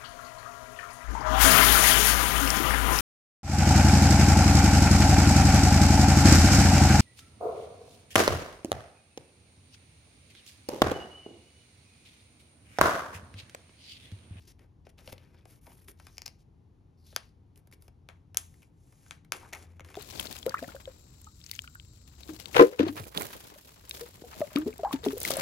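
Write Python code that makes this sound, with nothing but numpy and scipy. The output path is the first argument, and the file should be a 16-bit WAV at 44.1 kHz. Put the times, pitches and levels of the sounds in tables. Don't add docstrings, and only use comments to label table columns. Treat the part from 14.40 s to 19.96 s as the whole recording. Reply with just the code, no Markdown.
import sys
import numpy as np
from scipy import signal
from scipy.fft import rfft, irfft
from scipy.io import wavfile

SR = 44100
rng = np.random.default_rng(int(sys.argv[2]) if len(sys.argv) > 2 else 0)


def put_to_file(sound):
    columns = np.atleast_2d(sound).T
    safe = np.clip(columns, -1, 1)
    whole_steps = np.round(safe * 32767)
    wavfile.write(sys.argv[1], SR, whole_steps.astype(np.int16))


N = 245195

# frequency_hz, level_db
FINGER_HISS = [(1200, -24.5), (2800, -3), (4000, -2), (5500, 2), (7000, 0), (9000, 6), (12000, 0.5),
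               (14000, 1.5), (16000, -21)]
# frequency_hz, level_db
SCUFF = [(150, 3.5), (350, 16.5), (700, 0), (1300, -2), (2300, 1), (3500, -12.5), (7000, -31)]
POP_HZ = np.fft.rfftfreq(4096, 1 / SR)


def undb(db):
    return 10 ** (np.asarray(db) / 20)


def unit(x):
    return x / np.sqrt(np.mean(x ** 2))


def shape(points, hz):
    f, db = np.transpose(points)
    return undb(np.interp(np.log(hz + 1), np.log(f), db))


def colour(x, points):
    hz = np.fft.rfftfreq(x.shape[-1], 1 / SR)
    return irfft(rfft(x) * shape(points, hz), x.shape[-1])


def resonance(hz, centre_hz, width_hz):
    return 1j * hz * width_hz / (centre_hz ** 2 - hz ** 2 + 1j * hz * width_hz)


def ringing(modes, hz):
    return sum(undb(db) * resonance(hz, f, width) for f, width, db in modes)


def causal(gain):
    cepstrum = irfft(np.log(gain))
    half = len(cepstrum) // 2
    cepstrum[1:half] *= 2
    cepstrum[half + 1:] = 0
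    return np.exp(rfft(cepstrum))


def travel(hz, ms):
    return np.exp(-4j * np.pi * ms * np.sqrt(hz / 1000))


def walk(rate):
    knots = rng.standard_normal(N)
    return np.interp(np.arange(N) / SR * rate, np.arange(N), knots)


def add(track, s, sound):
    i = max(int(s * SR), 0)
    track[i:i + len(sound)] += sound[:max(N - i, 0)]


def swell(start, end, peak_share):
    strongest = start + (end - start) * np.clip(peak_share, .05, .95)
    progress = np.interp(np.arange(N) / SR, [start, strongest, end], [0, 1, 0])
    return np.sin(np.pi / 2 * progress) ** 0.49


def effort(strokes, peak_share, axis, steepness=1):
    return sum(undb(row[axis]) * swell(row[0], row[1], peak_share) ** steepness for row in strokes)


def slips(length, per_s, grain_db):
    happens = rng.random(length) < per_s / SR
    size_db = grain_db * np.minimum(rng.exponential(size=length), 4)
    return happens * rng.standard_normal(length) * undb(size_db)


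def fading_grit(size, chatter_ms):
    t = np.arange(size) / SR
    grit = rng.standard_normal(size) * np.exp(-t * 1000 / max(chatter_ms, .1))
    return rfft(grit / np.linalg.norm(grit))


def pop(response, chatter, chatter_ms, bend_ms):
    low_cut_hz = 320
    grit = fading_grit(2 * len(POP_HZ) - 2, chatter_ms)
    push = 1 + chatter * grit * 1j * POP_HZ / (5000 + 1j * POP_HZ)
    damping = 1j * np.sqrt(2) * POP_HZ * low_cut_hz
    thin = (1j * POP_HZ) ** 2 / (low_cut_hz ** 2 - POP_HZ ** 2 + damping)
    sound = irfft(push * response * thin * travel(POP_HZ, bend_ms))
    return sound / np.linalg.norm(sound) * 2.97


def contact(body_db, treble_db, chatter_ms, chatter, chatter_hz, bend_ms, rings=(), size=4096):
    # centre_hz, width_hz, level_db
    sheet_modes = [(696, 2600, -4.5), (1160, 620, -5.5), (1400, 370, -5), (2220, 1100, 2.5),
                   (3500, 160, -8), (5080, 230, 5.5), (6460, 140, 0.5), (10500, 6900, -4.5)]
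    # frequency_hz, level_db
    contact_colour = [(80, -30), (250, 2.5), (500, 0), (1500, -4), (4000, -4.5), (6500, -2.5), (8500, 2.5),
                      (12500, -2), (14500, -1.5), (16500, -1)]
    hz = np.fft.rfftfreq(size, 1 / SR)
    push = 1 + chatter * fading_grit(size, chatter_ms) * 1j * hz / (chatter_hz + 1j * hz)
    power = .3 + sum(abs(undb(db) * resonance(hz, f, width)) ** 2 for f, width, db in sheet_modes)
    for ring_hz, ring_db in rings:
        power = power + abs(undb(ring_db) * resonance(hz, ring_hz, 450 + ring_hz / 20)) ** 2
    tilt = shape([(600, body_db), (2500, 0.012), (11500, treble_db)], hz)
    response = causal(np.sqrt(power) * tilt * shape(contact_colour, hz))
    sound = irfft(push * response * travel(hz, bend_ms))
    return sound / np.linalg.norm(sound) * 3.34


def small_catches(drive, per_s, body_db, treble_db, count=500):
    out = np.zeros(N)
    for where, luck, loud, dull in rng.random((count, 4)):
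        size_db, dull_db = 8 * (loud - .5), 16 * (dull - .5)
        tick = contact(body_db + dull_db, treble_db, chatter_ms=3.3, chatter=5.0, chatter_hz=700,
                       bend_ms=1.977, size=2048)
        if luck < per_s * N / SR / count:
            add(out, where * N / SR, drive[int(where * N)] * undb(size_db) * tick)
    return out


def sleeve_friction(strokes, peak_share, per_s, grain_db, uneven_db, steepness=1):
    # frequency_hz, level_db
    sleeve_hiss = [(1200, -10.5), (2800, -3.5), (4200, -1.5), (6300, 4), (8000, 8), (11000, 2),
                   (13500, -5.5), (15500, -5)]
    grains = slips(N, per_s, grain_db) * undb(uneven_db * walk(110))
    hiss = unit(colour(grains, sleeve_hiss)) * effort(strokes, peak_share, axis=2, steepness=steepness)
    scuff = unit(colour(grains, SCUFF)) * effort(strokes, peak_share, axis=3, steepness=steepness)
    return hiss + scuff


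def snaps(at_walls):
    # time_s, level_db, extra_level_at_walls_db, pitch_ratio, treble_db, strength_of_each_mode_db
    snap_events = [(2.7626, -11, -3.5, 0.97, -1, (-8.5, -3, -10, -7, -0.5, -6.5, -25.5, -11.5, -19)),
                   (3.6884, -33, 6.5, 0.94, -3.5, (0, -3.5, -2.5, -8, -32, -42, -19, -33, -22)),
                   (3.9457, -32, 2, 1.1, 1, (1, -2, -4, -12, -2, -13, -8, -13, -18)),
                   (3.9714, -5.5, -0.5, 1.005, 1.5, (-29.5, -22, -24.5, -12.5, -33, 1, -1.5, -22, -18.5)),
                   (4.7093, -25.5, 3.5, 0.967, -11, (-16, -0.5, 0.5, -1.5, -27, -5.5, -5.5, -29, -24)),
                   (4.9212, -12, 0, 0.96, 2.5, (-7, 4, 1.5, -14, -2, -4.5, -21.5, -24, -20))]
    # centre_hz, width_hz
    snap_modes = [(670, 380), (1490, 620), (2430, 360), (3420, 450), (4940, 470), (6330, 540), (7850, 1700),
                  (10700, 1300), (15500, 930)]
    evening, widening = .55, 1.9
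    out = np.zeros(N)
    for s, db, wall_db, pitch, treble_db, strengths in snap_events:
        modes = [(f * pitch, width, mode_db) for (f, width), mode_db in zip(snap_modes, strengths)]
        response = ringing(modes, POP_HZ)
        if at_walls:
            power = sum(abs(undb(mode_db * evening) * resonance(POP_HZ, f, width * widening)) ** 2
                        for f, width, mode_db in modes)
            response = causal(np.sqrt(power + 1e-4))
            db = db + wall_db
        top = causal(shape([(8800, 0.0017), (10500, treble_db)], POP_HZ))
        sound = pop(response * top, chatter=0.39, chatter_ms=1.2, bend_ms=1.7)
        add(out, s - .0004, undb(db) * sound)
    return out


def near_snaps():
    # frequency_hz, left_minus_right_db
    snap_balance = [(600, -3.5), (1300, -3.5), (2500, 3), (5000, 0.5)]
    direct = snaps(at_walls=False)
    return np.array([colour(direct, [(hz, side * db / 2) for hz, db in snap_balance]) for side in (1, -1)])


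def flicks():
    # time_s, level_db, ring_hz
    flick_events = [(1.77, -44.5, 4800), (1.7813, -25.5, 5100), (1.8189, -28, 4900), (1.8580, -36, 4400),
                    (1.8604, -26.5, 5330), (1.8629, -23.5, 4730), (1.8787, -28, 4800)]
    # centre_hz, width_hz, level_against_its_own_ring_db
    flick_modes = [(790, 700, -12.5), (2420, 970, -8.5), (13000, 3900, -20)]
    ring_width_hz = 750
    out = np.zeros(N)
    for s, db, hz in flick_events:
        response = ringing(flick_modes + [(hz, ring_width_hz, 0)], POP_HZ)
        add(out, s, undb(db) * pop(response, chatter=0.75, chatter_ms=1, bend_ms=1.03))
    return out


def buckles():
    # time_s, level_db, ring_hz, ring_db, treble_db
    buckle_events = [(5.1273, -35, 2150, 4, 0), (5.1315, -25.5, 2180, 6, 1), (5.1345, -25, 1920, 19, 3.5),
                     (5.1377, -26.5, 2100, 16, -3), (5.1495, -29.5, 2230, 12, 4), (5.155, -44, 2500, 2, -5),
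                     (5.3958, -33, 1363, -1, -10), (5.406, -35, 2170, 5, -6), (5.5538, -31.5, 3570, 7, -6)]
    # centre_hz, width_hz, level_db
    buckle_modes = [(720, 240, -0.5), (1020, 490, -4), (1640, 880, -11), (2500, 360, -12.5),
                    (3450, 880, -18), (5830, 800, -3.5), (6640, 310, -6.5), (10900, 8600, -26.5)]
    ring_width_hz = 210
    out = np.zeros(N)
    for s, db, hz, ring_db, treble_db in buckle_events:
        top = causal(shape([(2500, 0), (6000, treble_db)], POP_HZ))
        response = ringing(buckle_modes + [(hz, ring_width_hz, ring_db)], POP_HZ) * top
        add(out, s, undb(db) * pop(response, chatter=0.69, chatter_ms=1, bend_ms=0.776))
    return out


def taps():
    # time_s, level_db, body_db, treble_db, chatter_ms
    tap_events = [(0.583, -46.5, -3, -9, 2.5), (0.589, -43, 0, -8, 2), (0.594, -47.5, 1, -6, 1.5),
                  (0.6759, -31.5, -6, -16, 0.92), (0.6895, -44.5, -2, -8, 2), (0.6941, -42, 13, -4, 2),
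                  (0.7236, -34, 4, -1, 1.4), (0.727, -26.5, 7.5, 1.5, 3.3), (0.7803, -40, -6, -12, 2.6)]
    # centre_hz, width_hz, level_db
    tap_modes = [(573, 160, 10.5), (1080, 640, -5.5), (2120, 210, 2.5), (2740, 500, 1), (3800, 610, -2.5),
                 (5300, 700, -12), (10300, 12000, -7)]
    out = np.zeros(N)
    for s, db, body_db, treble_db, chatter_ms in tap_events:
        tilt = causal(shape([(600, body_db), (2200, 0), (5000, 0), (11500, treble_db)], POP_HZ))
        response = ringing(tap_modes, POP_HZ) * tilt
        add(out, s, undb(db) * pop(response, chatter=1, chatter_ms=chatter_ms, bend_ms=0.862))
    return out


def touches():
    # time_s, level_db, body_db, treble_db
    touch_events = [(0.192, -48.5, 6, -14), (0.4671, -36.5, 14, -18), (0.943, -46.5, 22, -13),
                    (1.054, -39, 18.5, -6), (1.267, -44.5, 15, -12), (1.317, -45, 6, -10),
                    (1.416, -57, 2, -18), (1.4822, -36.5, -2, -13), (1.598, -39, 3.5, -11.5),
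                    (1.6674, -35.5, 6.5, -8), (2.726, -42, 25, -7.5), (3.158, -49, -10, -5),
                    (3.175, -45, -2, 10), (3.272, -47, 13.5, 3.5), (3.313, -49, -3, -2),
                    (3.422, -41.5, 10, 8.5), (3.48, -42, 12, -5), (4.847, -48.5, 0, -7.5),
                    (5.4462, -39, 4, -12), (5.542, -34.5, -1, -21)]
    out = np.zeros(N)
    for s, db, body_db, treble_db in touch_events:
        sound = contact(body_db, treble_db, chatter_ms=2.6, chatter=3.0, chatter_hz=693, bend_ms=1.966)
        add(out, s, undb(db) * sound)
    return out


def rubs():
    # start_s, end_s, hiss_db, treble_db, scuff_db
    strokes = [(0, 0.099, -68.5, -9, -78), (0.072, 0.125, -59, -5.5, -69), (0.184, 0.267, -80.5, 2, -67.5),
               (0.449, 0.49, -74, -15, -72), (0.49, 0.505, -63, -1, -60.5),
               (0.575, 0.661, -65.5, -4, -64.5), (0.656, 0.743, -58.5, -2, -61),
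               (0.716, 1.088, -80.5, -5, -69), (1.069, 1.194, -64.5, 2, -69.5),
               (1.211, 1.487, -64.5, 6, -72), (1.476, 1.522, -53.5, 7.5, -63.5),
               (1.569, 1.82, -69, -5, -73.5), (1.983, 2.035, -74.5, -9, -84),
               (2.645, 2.785, -66, -5.5, -78.5), (3.164, 3.207, -70, 10, -72.5),
               (3.319, 3.348, -60.5, 1, -62), (3.401, 3.49, -73.5, 4, -80)]
    peak_share = 0.27
    catch_db = 11
    grains = slips(N, per_s=13000, grain_db=2.0) * undb(3.0 * walk(130))
    hiss, scuff = colour(grains, FINGER_HISS), unit(colour(grains, SCUFF))
    drag = effort(strokes, peak_share, axis=4)
    catches = small_catches(drag * undb(catch_db), per_s=41, body_db=12.5, treble_db=-10)
    out = drag * scuff + catches
    for start, end, hiss_db, treble_db, _ in strokes:
        span = np.arange(max(int(start * SR), 0), int(end * SR))
        bright = unit(colour(hiss[span], [(5500, 0.0017), (10500, treble_db)]))
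        add(out, start, swell(start, end, peak_share)[span] * undb(hiss_db) * bright)
    return out


def falling_hisses():
    # start_s, end_s, first_hz, last_hz, level_db, peak_share (how far through it is strongest)
    hisses = [(1.697, 1.80, 6000, 5300, -69, 0.64), (1.85, 1.95, 4900, 4500, -80.5, 0.27),
              (2.57, 2.668, 5020, 4500, -76, .5), (2.637, 2.784, 4500, 3550, -66.5, 0.52),
              (2.77, 2.92, 4885, 4700, -76, 0.46)]
    out = np.zeros(N)
    grains = slips(N, per_s=8300, grain_db=-2.5)
    wobble = unit(colour(grains, [(350, -0.5), (800, -5.5), (1500, -18.0), (3000, -54.5)]))
    broad = unit(colour(grains, FINGER_HISS)) * undb(-5)
    for start, end, first_hz, last_hz, db, peak_share in hisses:
        hz = np.interp(np.arange(N) / SR, [start, end], [first_hz, last_hz])
        tone = np.sin(2 * np.pi * np.cumsum(hz) / SR)
        out += undb(db) * swell(start, end, peak_share) * (tone * wobble + broad)
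    return out


def pocket_slide():
    # start_s, end_s, hiss_db, scuff_db
    pushes = [(3.9, 4.32, -71.5, -82.5), (4.28, 4.63, -72.5, -86), (4.51, 4.80, -65.5, -71.5)]
    # time_s, level_db, ring_hz, chatter_ms
    snags = [(3.3246, -41.5, 2170, 2.2), (3.333, -50, 2210, 4), (4.1404, -49.5, 2230, 2.3),
             (4.219, -47.5, 2590, 7.5), (4.229, -45.5, 2390, 4.1), (4.5234, -48, 1260, 4),
             (4.6624, -46.5, 1720, 2.1), (4.682, -49, 6800, 4)]
    out = sleeve_friction(pushes, peak_share=0.71, per_s=22000, grain_db=-0.5, uneven_db=-1.0, steepness=3.5)
    for s, db, hz, chatter_ms in snags:
        sound = contact(body_db=4.5, treble_db=0.5, chatter_ms=chatter_ms, chatter=3.3, chatter_hz=696,
                        bend_ms=1.987, rings=[(hz, 16)])
        add(out, s, undb(db) * sound)
    return out


def page_flexes():
    # start_s, end_s, hiss_db, scuff_db
    flexes = [(4.92, 4.99, -50.5, -55), (4.98, 5.13, -64, -62), (5.13, 5.26, -59.5, -62.5),
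              (5.21, 5.42, -78, -69.5), (5.44, 5.63, -65.5, -61)]
    peak_share = 0.13
    crinkle_db = 8.5
    rustle = sleeve_friction(flexes, peak_share, per_s=3000, grain_db=-1.0, uneven_db=3.0)
    bend = effort(flexes, peak_share, axis=3)
    return rustle + small_catches(bend * undb(crinkle_db), per_s=60, body_db=8.5, treble_db=-13)


def creases():
    # time_s, level_db, ring_hz, treble_db
    crease_events = [(4.955, -36.5, 2400, -3), (4.973, -45, 1000, -16), (5.008, -48, 750, -20),
                     (5.034, -46, 1100, -20), (5.047, -42.5, 1372, -46), (5.057, -50, 1200, -58),
                     (5.154, -38, 2700, 9), (5.16, -40, 1270, -18), (5.486, -41.5, 1810, 1),
                     (5.501, -39, 980, 2), (5.506, -53, 2100, -9)]
    out = np.zeros(N)
    for s, db, hz, treble_db in crease_events:
        sound = contact(body_db=4, treble_db=treble_db, chatter_ms=4.5, chatter=4.6, chatter_hz=700,
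                        bend_ms=1.964, rings=[(hz, 22)])
        add(out, s, undb(db) * sound)
    return out


def ripples():
    # time_s, level_db, travel_at_1khz_ms, body_db, treble_db
    jolts = [(4.928, -29.5, 19, 2.5, -16), (1.262, -38.5, 12, 22, -10), (1.298, -48, 16, 11, -15)]
    out = np.zeros(N)
    for s, db, bend_ms, body_db, treble_db in jolts:
        sound = contact(body_db, treble_db, chatter_ms=2, chatter=1, chatter_hz=2000, bend_ms=bend_ms)
        add(out, s, undb(db) * sound)
    return out


def crackles(count=8000, size=512):
    # start_s, end_s, level_db, treble_db
    grips = [(0.575, 0.62, -67, 3), (0.675, 0.708, -56.5, -4), (0.74, 0.89, -74, -1),
             (0.962, 1.02, -73.5, 7), (1.255, 1.336, -65.5, -10.5), (1.377, 1.428, -73.5, 1),
             (1.684, 1.708, -63, 6), (5.007, 5.093, -58.5, -20.5), (5.121, 5.175, -52, -15),
             (5.183, 5.295, -69, -9)]
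    per_s, spread_db, ring_cycles = 800, 4, 6.4
    low_hz, high_hz = 726, 5240
    grains, out, t = np.zeros(N), np.zeros(N), np.arange(size) / SR
    for where, luck, pitch, loud in rng.random((count, 4)):
        if luck < per_s * N / SR / count:
            hz = low_hz * (high_hz / low_hz) ** pitch
            strength = undb(spread_db * min(-np.log(1 - loud), 3)) * np.sqrt(hz)
            ring = np.sin(2 * np.pi * hz * t) * np.exp(-2 * hz * t / ring_cycles)
            add(grains, where * N / SR, strength * ring)
    for start, end, db, treble_db in grips:
        coloured = unit(colour(grains, [(800, 0), (4000, treble_db)]))
        out += undb(db) * swell(start, end, peak_share=0.15) * coloured
    return out


def bumps():
    # time_s, level_db
    bump_events = [(0.677, -44), (0.726, -36.5), (5.406, -45.5)]
    # frequency_hz, level_db, t60_s
    binder_modes = [(91, 4, 0.043), (267, 7.5, 0.016), (517, 5, 0.022), (558, 3, 0.02)]
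    out, t = np.zeros(N), np.arange(SR // 4) / SR
    thud = sum(undb(db - 60 * t / t60) * np.sin(2 * np.pi * hz * t) for hz, db, t60 in binder_modes)
    onset = np.minimum(t / 0.0041, 1)
    for s, db in bump_events:
        add(out, s, undb(db) * thud * onset)
    return out


def apart(common, own, spread):
    side = colour(own, [(50, -12.5), (250, 3.0), (1000, 9.0), (4000, 2.5), (8000, -25)])
    return common + spread * side * np.array([[1], [-1]])


def room(x, wet_db, t60_s, first_s, size=22050):
    # frequency_hz, level_db
    wall_colour = [(150, -2), (500, 2.5), (1400, 0), (3000, -2.5), (6000, -5.5), (10000, -3.5),
                   (13500, -10), (15500, -10.5)]
    t = np.arange(size) / SR
    uneven_db = 7.46 * np.exp(-t / 0.016) * np.minimum(rng.exponential(size=(2, size)), 4)
    echoes = rng.standard_normal((2, size)) * undb(uneven_db)
    fade = undb(-60 * t / t60_s) * np.interp(t, [0, first_s * 0.82, first_s], [.25, .3, 1])
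    tails = colour(unit(echoes * fade), wall_colour) * undb(wet_db) / np.sqrt(size)
    common, own = (signal.fftconvolve(x, tail)[:N] for tail in tails)
    return apart(common, own, spread=0.4)


def air():
    # frequency_hz, density_db
    air_spectrum = [(20, -20.5), (30, -17.5), (42, -1), (60, 0.5), (120, -0.5), (170, -7.5), (280, -13.5),
                    (420, -19), (620, -29.5), (800, -26), (1500, -39.5), (4000, -45.5), (11000, -51.5),
                    (16000, -72)]
    # centre_hz, width_hz, level_db
    hum_bands = [(84.9, 8.2, -64), (160, 8.9, -75.5), (290.6, 10, -82)]
    # time_s, gain_db
    hum_swell = [(0, -2), (3.401, 0.5), (3.9, 4.5), (4.3, 1), (4.85, 4.5), (5.0, 5.5), (5.56, 6.5)]
    air_db = -59.5
    hz = np.fft.rfftfreq(N, 1 / SR)
    common, own = (unit(colour(rng.standard_normal(N), air_spectrum)) * undb(air_db) for _ in range(2))
    hum = np.zeros(N)
    for f, width, db in hum_bands:
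        band = irfft(rfft(rng.standard_normal(N)) * resonance(hz, f, width) ** 2, N)
        hum += undb(db) * unit(band)
    hum_gain = undb(np.interp(np.arange(N) / SR, *np.transpose(hum_swell)))
    return apart(common, own, spread=0.35) + hum * hum_gain


def scene():
    card = flicks() + taps() + touches() + rubs() + crackles() + falling_hisses() + pocket_slide()
    page = buckles() + creases() + ripples() + bumps() + page_flexes()
    walls = room(card + page + snaps(at_walls=True), wet_db=-9.5, t60_s=0.3, first_s=.008)
    return card + page + near_snaps() + walls + air()


def record(dry):
    # frequency_hz, left_lead_rad
    port_phase = [(20, 0), (1300, -.2), (2800, .5), (4000, .2), (5200, .7), (6800, -1.1), (8100, -3.14),
                  (11500, -6.28), (15000, -9.42), (17000, -10)]
    # frequency_hz, left_minus_right_db
    port_balance = [(60, 2.5), (380, 3.5), (600, 3), (1300, 2.5), (2500, 5), (5000, 5.5), (8000, 0),
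                    (15000, 0)]
    top_hz = 16600
    hz = np.fft.rfftfreq(N, 1 / SR)
    port = np.sqrt(shape(port_balance, hz)) * np.exp(.5j * np.interp(hz, *np.transpose(port_phase)))
    heard = irfft(rfft(dry) * np.array([port, 1 / port]), N)
    return signal.sosfilt(signal.ellip(10, .2, 70, top_hz, fs=SR, output="sos"), heard)


dry = scene()
out = record(dry)
put_to_file(out)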